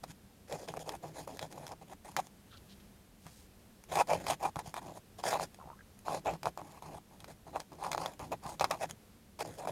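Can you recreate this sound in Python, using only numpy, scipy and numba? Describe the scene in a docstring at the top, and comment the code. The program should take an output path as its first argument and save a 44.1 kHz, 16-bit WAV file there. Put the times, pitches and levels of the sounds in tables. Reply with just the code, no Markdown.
"""Fountain pen on paper

A pen writes on a pad, close to a small microphone in a quiet room. Stick-slip friction between nib
and fibres excites the resonances of the pad and the steel tines; snags crack out singly. The hand
rumbles the desk, and between words faint creaks and rustles sound over the room's hum."""
import sys
import numpy as np
from scipy import signal
from scipy.fft import rfft, irfft
from scipy.io import wavfile
from scipy.ndimage import uniform_filter1d
from numba import njit

SR = 44100
rng = np.random.default_rng(int(sys.argv[2]) if len(sys.argv) > 2 else 0)


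def master(y):
    """Save y as 16-bit WAV."""
    cut = np.clip(np.atleast_2d(y).T, -1, 1)
    pcm = np.round(cut * 32767)  # scale
    wavfile.write(sys.argv[1], SR, pcm.astype(np.int16))


N = 428211

# low and high modes of the steel tines: pitch_hz, width_hz, gain_db
TINE_LOW = [(1530, 730, 2.5), (2470, 393, 1.5), (3320, 540, -3), (4074, 270, -0.5), (4975, 1160, -4.5)]
TINE_HIGH = [(6570, 1240, 2), (7580, 1250, 5.5), (7940, 1110, 4.5), (11050, 1200, -1), (12230, 760, -4.5),
             (14500, 2000, -12)]


def strokes(speed, mean_speed, scratch_db, treble_db, pad_hz):
    """Stick-slip friction: coarse slips thump the pad, fine ones scratch, stray fibres crackle."""
    stutter = undb(0.92 * walk(60) + 2.0 * walk(200))
    coarse, fine = slips(500, 2.33), slips(12000, 2.0)
    ring = unit(pad(coarse + 0.67 * fine, np.clip(pad_hz, 300, 1500)))
    bursts = signal.lfilter([1], [1, -np.exp(-1 / (0.00047 * SR))], np.abs(slips(90, 1.75)))
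    fibres = unit(bursts * rng.standard_normal(N))
    rub = fine + 0.16 * coarse + .5 * fibres
    scratch = undb(-treble_db / 2) * unit(body(rub, TINE_LOW, 3.3))
    scratch += undb(treble_db / 2) * unit(body(rub, TINE_HIGH, 1.55))
    # within a stroke the scratch swells less with speed than the thumping does
    swell = speed ** 1.332 * mean_speed ** 0.69
    # pressed hard, the spread tines add a rasp of their own
    rasp = undb(-4.5) * speed ** 2.69 * unit(steep_band(coarse + fine, 2400, 420))
    return stutter * (speed ** 2 * ring + undb(scratch_db) * swell * scratch / 2 + rasp)


def nib_motion():
    """Sliding speed drives friction: the pad's amplitude goes as its square. Also sets the timbre."""
    # pen strokes: start_s, rise_s, steady_s, fall_s, ring_db, relative_scratch_db
    gestures = [(0.034, 0.0035, 0.00032, 0.017, -38, -10.5), (.075, 0.039, 0.0035, 0.0032, -55.5, 11),
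                (0.476, 0.074, 0.00065, 0.039, -38.5, -8.5), (.575, 0, 0.062, 0.053, -50.5, -4),
                (.677, 0, 0.026, 0.029, -39.5, -6.5), (0.725, 0.051, 0.003, 0, -41, -18),
                (0.797, 0.0013, 0.019, .02, -45, -4), (0.833, 0.039, 0.075, 0.029, -43.5, -9.5),
                (1.022, 0.015, 0, 0.093, -43, -8.5), (1.132, 0.05, 0.0071, 0.069, -44, -1),
                (1.274, 0, 0.0096, 0.15, -46, -6), (1.397, 0.028, 0.0039, 0.053, -41.5, -5),
                (1.503, 0, 0.17, 0.017, -53.5, -7), (1.66, 0.058, 0.021, 0.003, -47, -12),
                (1.81, 0.0037, 0.0033, 0.031, -47, -7.5), (1.867, .069, 0.00032, 0.001, -46.5, -3),
                (2.046, 0, 0.012, 0.13, -52, -0.5), (2.167, 0.0028, 0.034, 0, -34.5, -11.5),
                (2.207, 0.007, 0.054, 0, -67, 6), (3.886, 0.076, 0.014, 0, -35, -4.5),
                (3.938, 0.066, 0.0052, 0.021, -24, -10.5), (4.069, 0.044, 0.0074, 0.059, -28, -11),
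                (4.165, 0, .098, 0, -50, -3.5), (4.258, 0.051, 0.0051, 0.039, -30.5, -1.5),
                (4.397, 0.05, 0.0005, 0.054, -30, -10), (4.556, 0, 0.024, .02, -49.5, -12),
                (4.588, 0.00049, 0.00057, 0.035, -35.5, -9), (4.635, 0.033, 0, 0.062, -49, 0),
                (4.738, 0.04, 0.0036, 0.019, -40.5, -6), (4.813, 0.0044, .109, 0.0017, -52, -7.5),
                (4.926, 0.049, 0, 0.017, -47.5, -0.5), (5.18, 0.0091, 0, 0.031, -43.5, -4.5),
                (5.23, 0.029, 0.089, 0.008, -35, -5), (5.343, 0, 0.0011, 0.048, -28.5, -11.5),
                (5.379, 0.048, 0.0088, 0.026, -35, -5), (6.05, 0.032, 0.081, .04, -39, -8),
                (6.246, 0.023, 0.0084, .09, -30.5, -15), (6.431, 0.034, 0.004, 0.034, -35.5, -11),
                (6.582, 0.0052, 0, 0.035, -38, -19), (6.62, 0.025, 0.13, 0.024, -55, -5),
                (6.822, 0, .165, 0, -52.5, -8), (7.105, 0, .057, 0.0058, -65.5, -9),
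                (7.194, 0, 0.03, 0.036, -57, -11), (7.277, 0.003, 0, 0.059, -50, -1.5),
                (7.465, 0.0053, 0.013, 0.066, -52.5, -6), (7.526, 0.034, 0.001, 0.032, -36.5, -14.5),
                (7.595, 0.0011, 0.0014, 0.041, -46.5, -5), (7.716, 0.0046, 0.0018, 0.058, -48.5, -13.5),
                (7.781, 0.079, 0.0023, 0.072, -37.5, -10), (7.912, 0, 0.048, 0.0087, -45.5, -5),
                (7.972, 0, 0.079, 0.11, -41.5, -8), (8.196, 0.0037, 0.019, 0.088, -44, -8),
                (8.31, 0.016, 0.0016, 0.032, -32.5, -14.5), (8.421, 0.04, 0.0048, 0.02, -38.5, -9.5),
                (8.456, 0, 0.087, 0.018, -48, -3.5), (8.608, 0.00055, 0.0073, 0.033, -28.5, -19),
                (8.639, 0.0028, 0, 0.029, -29.5, -21), (8.672, 0.0028, 0.064, 0, -52, -6.5),
                (8.706, 0.0011, 0, 0.076, -32.5, -13), (8.788, 0.051, 0, 0.022, -33.5, -9),
                (8.885, .015, 0.012, .02, -56.5, 2), (9.389, 0.013, .026, 0.0037, -38.5, -5),
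                (9.444, 0.0037, 0.024, 0.13, -48, -4.5), (9.56, .03, .05, 0.021, -44, -9),
                (9.645, .008, .006, 0, -36, -14), (9.672, 0, .01, .04, -36, -10)]
    # the pad's resonance shifts as the nib crosses the page: time_s, pitch_hz
    pad_tuning = [(.1, 786), (.5, 607), (1.1, 650), (2.2, 707), (3.95, 660), (4.6, 770), (5.3, 762),
                  (6.2, 730), (6.8, 764), (7.55, 720), (7.95, 810), (8.3, 690), (8.7, 777), (9.4, 620),
                  (9.7, 655)]
    t = np.arange(N) / SR
    speed, held = np.zeros(N), np.ones((3, N))
    for start, rise, steady, fall, db, scratch_db in gestures:
        corners = start + np.cumsum([0, rise, steady, fall])
        i, j = int(start * SR), min(int(corners[3] * SR), N)
        stroke = undb(db / 2) * np.interp(t[i:j], corners, [0.23, 1, 1, 0.19])
        takeover = i + np.argmax(stroke > speed[i:j])
        speed[i:j] = np.maximum(speed[i:j], stroke)
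        treble_db = -5 - 0.18 * (db + 48.5)  # harder strokes are duller
        held[:, takeover:] = [[stroke.mean()], [scratch_db], [treble_db]]
    smooth = int(0.0029 * SR)
    speed = np.abs(uniform_filter1d(speed, smooth))
    pad_hz = np.interp(t, *np.transpose(pad_tuning)) * (1 + 0.069 * walk(20))
    return speed, *uniform_filter1d(held, 2 * smooth), pad_hz


def snags(speed):
    """Impulse excitation: the nib snaps free of a fibre, cracking the tines and knocking the pad."""
    # catches on fibres: time_s, crack_drive_db, knock_drive_db
    catches = [(.0383, -38, -34), (0.5248, -33.5, -43), (0.6866, -34.5, -42), (0.7388, -49, -28),
               (0.7697, -42, -40), (0.7926, -38, -59), (0.892, -28.5, -26), (1.2767, -47, -31),
               (1.371, -43, -58), (1.3927, -33.5, -36), (1.5253, -40, -48), (1.6671, -37.5, -44),
               (1.679, -39, -46), (1.691, -51, -42), (1.7186, -40.5, -48), (2.1655, -18.5, -25),
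               (2.2694, -46.5, -45), (3.266, -45, -41), (3.8387, -48, -47.5), (3.9557, -26, -36),
               (3.9883, -34, -25), (4.0153, -40, -16), (4.073, -44, -52), (4.2671, -29, -24),
               (4.456, -43, -22), (4.5583, -36.5, -26), (4.567, -48, -26), (4.591, -39, -27),
               (4.7414, -32.5, -28), (4.7661, -39, -29.5), (5.2385, -33, -20.5), (5.3291, -32, -18),
               (5.3972, -35, -20.5), (5.5448, -44.5, -46), (5.9902, -50.5, -70), (6.0822, -37.5, -18.5),
               (6.2588, -44, -30), (6.4316, -32, -30), (6.4562, -30, -19.5), (6.4698, -40, -16),
               (6.575, -41, -27), (6.8234, -49, -36), (7.2035, -43, -57), (7.2432, -40, -38),
               (7.5662, -49, -25.5), (7.6022, -30.5, -44), (7.8381, -37.5, -31), (7.847, -42, -26),
               (7.866, -44, -24), (7.9165, -24.5, -26), (7.9305, -26, -31), (7.9479, -34.5, -19),
               (7.9786, -33, -21.5), (8.0596, -24.5, -21), (8.1937, -41, -41), (8.3192, -38, -33),
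               (8.5963, -27, -29), (8.6098, -21.5, -19.5), (8.6423, -17, -13), (8.7107, -19.5, -16.5),
               (8.8285, -37, -45), (8.8973, -40, -51), (9.3913, -43, -32.5), (9.406, -29, -49),
               (9.654, -56, -33), (9.6731, -36, -23.5)]
    times, crack_db, knock_db = np.transpose(catches)
    high_db = -45 + 0.33 * (crack_db + 33)
    ticks = rng.random(N) < 70 / SR  # small catches all along the strokes
    ticks = ticks * undb(-50.5 + 2.82 * rng.exponential(size=N)) * (speed / 0.13) ** 1.14
    t = np.arange(int(.04 * SR)) / SR
    tail = np.exp(-t / 0.00066) + 0.27 * np.exp(-t / 0.0053)
    drives = impulses(times, crack_db) + ticks, impulses(times, high_db) + undb(-2.5) * ticks
    low, high = (signal.fftconvolve(x, tail)[:N] * rng.standard_normal(N) for x in drives)
    low -= 0.46 * band(low, 1470, 1100)  # a crack is thin: it stirs the lowest mode least
    crack = body(low, TINE_LOW, 0.44) + body(high, TINE_HIGH, 1.3)
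    blows = impulses(times, knock_db)
    knock = pad(blows, np.full(N, 760.)) - undb(-11) * steep_band(blows, 1210, 670)
    return undb(7) * crack + undb(29) * knock


def pad(x, hz):
    """Damped resonance: the paper rings in one broad band, with a shoulder above and the wood below."""
    main = moving_band(moving_band(x, hz, 436.0), hz, 590.0)
    shoulder = moving_band(moving_band(x, 1.43 * hz, 600.0), 1.193 * hz, 735.0)
    return main - undb(-11.5) * shoulder - undb(-16.5) * steep_band(x, 359, 114)


def desk(speed):
    """Forced vibration: the desk top rumbles under the writing hand and booms at each bump."""
    # bumps of pen or hand: time_s, drive_db
    knocks = [(0.092, -45), (.697, -40), (1.422, -42), (1.715, -46), (2.092, -44), (3.254, -44.5),
              (4.172, -38), (4.451, -48), (4.559, -33.5), (4.671, -41), (5.65, -45.5), (6.09, -40),
              (6.33, -40), (6.459, -40), (8.219, -39.5), (8.454, -39), (8.605, -39.5), (8.9, -46)]
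    # modes of the desk top: pitch_hz, width_hz, gain_db
    modes = [(55, 18, -6.5), (111, 49, -4), (161.7, 18, 4.5), (281, 49.5, -2), (346, 110, -5.5)]
    effort = np.abs(uniform_filter1d(speed, int(.06 * SR))) ** 0.92
    drag = effort * slips(3000, 1.6) * undb(-9.5 + 2.68 * walk(15))
    push = np.hanning(int(0.0041 * SR))
    bumps = np.convolve(impulses(*np.transpose(knocks)), push)[:N] * undb(8.5)
    return body(drag + bumps, modes, 1.3)


def creak():
    """A train of damped oscillations: slow, uneven pulses each ring briefly at their own pitch."""
    # course of the creak: time_s, pulses_per_s, level_db, pitch_hz
    course = [(5.588, 83, -47, 770), (5.604, 82, -44, 1090), (5.644, 61, -43.5, 720),
              (5.725, 75, -42.5, 1060), (5.76, 34, -61, 1180), (5.81, 69, -48, 1744)]
    times, per_s, db, hz = np.transpose(course)
    span = np.arange(times[0], times[-1], 1 / SR)
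    cycles = np.cumsum(np.interp(span, times, per_s)) / SR
    onsets = np.interp(np.arange(cycles[-1]), cycles, span)
    out, t = np.zeros(N), np.arange(int(.04 * SR)) / SR
    grit = 1 + 0.65 * walk(830)
    for at, (size, detune) in zip(onsets, rng.standard_normal((40, 2))):
        pitch_hz = np.interp(at, times, hz) * (1 + 0.049 * detune)
        ring = np.exp(-t / 0.0055) * np.sin(2 * np.pi * pitch_hz * t)
        out[int(at * SR):][:len(t)] += undb(np.interp(at, times, db) + 1.5 * size) * ring
    return out * grit


def rustles():
    """Band-limited shot noise: short, grainy swells while the pen is lifted."""
    # faint rustles: start_s, length_s, level_db, centre_hz, width_hz
    swells = [(2.501, 0.065, -59.5, 3500, 1500), (2.506, 0.068, -61, 1350, 400),
              (2.564, 0.022, -58, 3700, 2500), (2.681, 0.069, -62, 3650, 3000),
              (2.798, 0.022, -64, 3500, 3000), (3.174, 0.32, -63.5, 5600, 10000),
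              (3.246, 0.058, -58.5, 895, 1500)]
    t, out = np.arange(N) / SR, 0
    for start, length, db, hz, width in swells:
        swell = np.sin(np.pi * np.clip((t - start) / length, 0, 1))
        out += undb(db) * swell * unit(steep_band(slips(2000, 1.3), hz, width))
    return out


def walls(x):
    """Reverberation: the near walls return a short, exponentially decaying tail."""
    t = np.arange(int(.15 * SR)) / SR
    response = rng.standard_normal(len(t)) * np.exp(-t / 0.0099) * (t > .003)
    return undb(-35) * signal.fftconvolve(x, response)[:N]


def room():
    """The noise floor: hum of the room and hiss of the microphone, wavering a little."""
    # noise spectrum: frequency_hz, relative_density_db
    spectrum = [(12, -23), (20, -13.5), (53, -5), (98, -4.5), (158, -12), (198, -2.5), (262, -13.5),
                (485, -17), (780, -21.5), (1150, -25.5), (6910, -32.5), (13200, -32.5), (16000, -42.5)]
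    hz, db = np.transpose(spectrum)
    bin_hz = np.maximum(np.arange(N // 2 + 1) * SR / N, 1)
    gain = undb(np.interp(np.log(bin_hz), np.log(hz), db))
    noise = irfft(rfft(rng.standard_normal(N)) * gain, N)
    return undb(-59.5 + 0.71 * walk(3.4)) * unit(noise)


def undb(db):
    """Decibels to amplitude ratio."""
    return 10 ** (np.asarray(db) / 20)


def unit(x):
    """Normalisation to an RMS of 1."""
    return x / np.sqrt(np.mean(x ** 2))


@njit
def moving_band(x, hz, width):
    """Tunable resonance: a state-variable band-pass, gain 1 at the centre."""
    y, mid, low = np.empty(len(x)), 0., 0.
    for i in range(len(x)):
        g, damping = np.tan(np.pi * hz[i] / SR), width / hz[i]
        v = (mid + g * (x[i] + 1e-18 - low)) / (1 + g * (g + damping))
        mid, low, y[i] = 2 * v - mid, low + 2 * g * v, damping * v
    return y


def band(x, hz, width):
    """Second-order resonance, gain 1 at the centre."""
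    return signal.lfilter(*signal.iirpeak(hz, hz / width, SR), x)


def steep_band(x, hz, width):
    """Two equal resonances in cascade."""
    return band(band(x, hz, width), hz, width)


def body(x, modes, flicker_db):
    """Modal superposition in alternating sign; each level wanders as the contact point moves."""
    return sum((-1) ** k * undb(db + flicker_db * walk(25)) * band(x, hz, width)
               for k, (hz, width, db) in enumerate(modes))


def walk(per_s):
    """Slow random modulation: random steps smoothed twice, RMS 1."""
    hold = int(SR / per_s)
    steps = np.repeat(rng.standard_normal(N // hold + 1), hold)
    return unit(uniform_filter1d(uniform_filter1d(steps, hold), hold)[:N])


def slips(per_s, spread_db):
    """Shot noise: random impulses, a few much larger than the rest."""
    hit = rng.random(N) < per_s / SR
    return unit(hit * rng.choice([-1, 1], N) * undb(spread_db * rng.exponential(size=N)))


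def impulses(times, db):
    """Ideal impacts, one sample each."""
    x = np.zeros(N)
    np.add.at(x, (np.asarray(times) * SR).astype(int), undb(db))
    return x


def scene():
    """Superposition of the pen, its reflections and the background in one channel."""
    speed, *timbre = nib_motion()
    pen = strokes(speed, *timbre) + snags(speed)
    return (pen + walls(pen) + desk(speed) + creak() + rustles() + room())[None]


def record(dry):
    """Band limiting: the recorder's steep low-pass cuts the top."""
    cutoff_hz = 15850
    return signal.sosfilt(signal.ellip(8, .2, 70, cutoff_hz, fs=SR, output="sos"), dry)


dry = scene()
out = record(dry)
master(out)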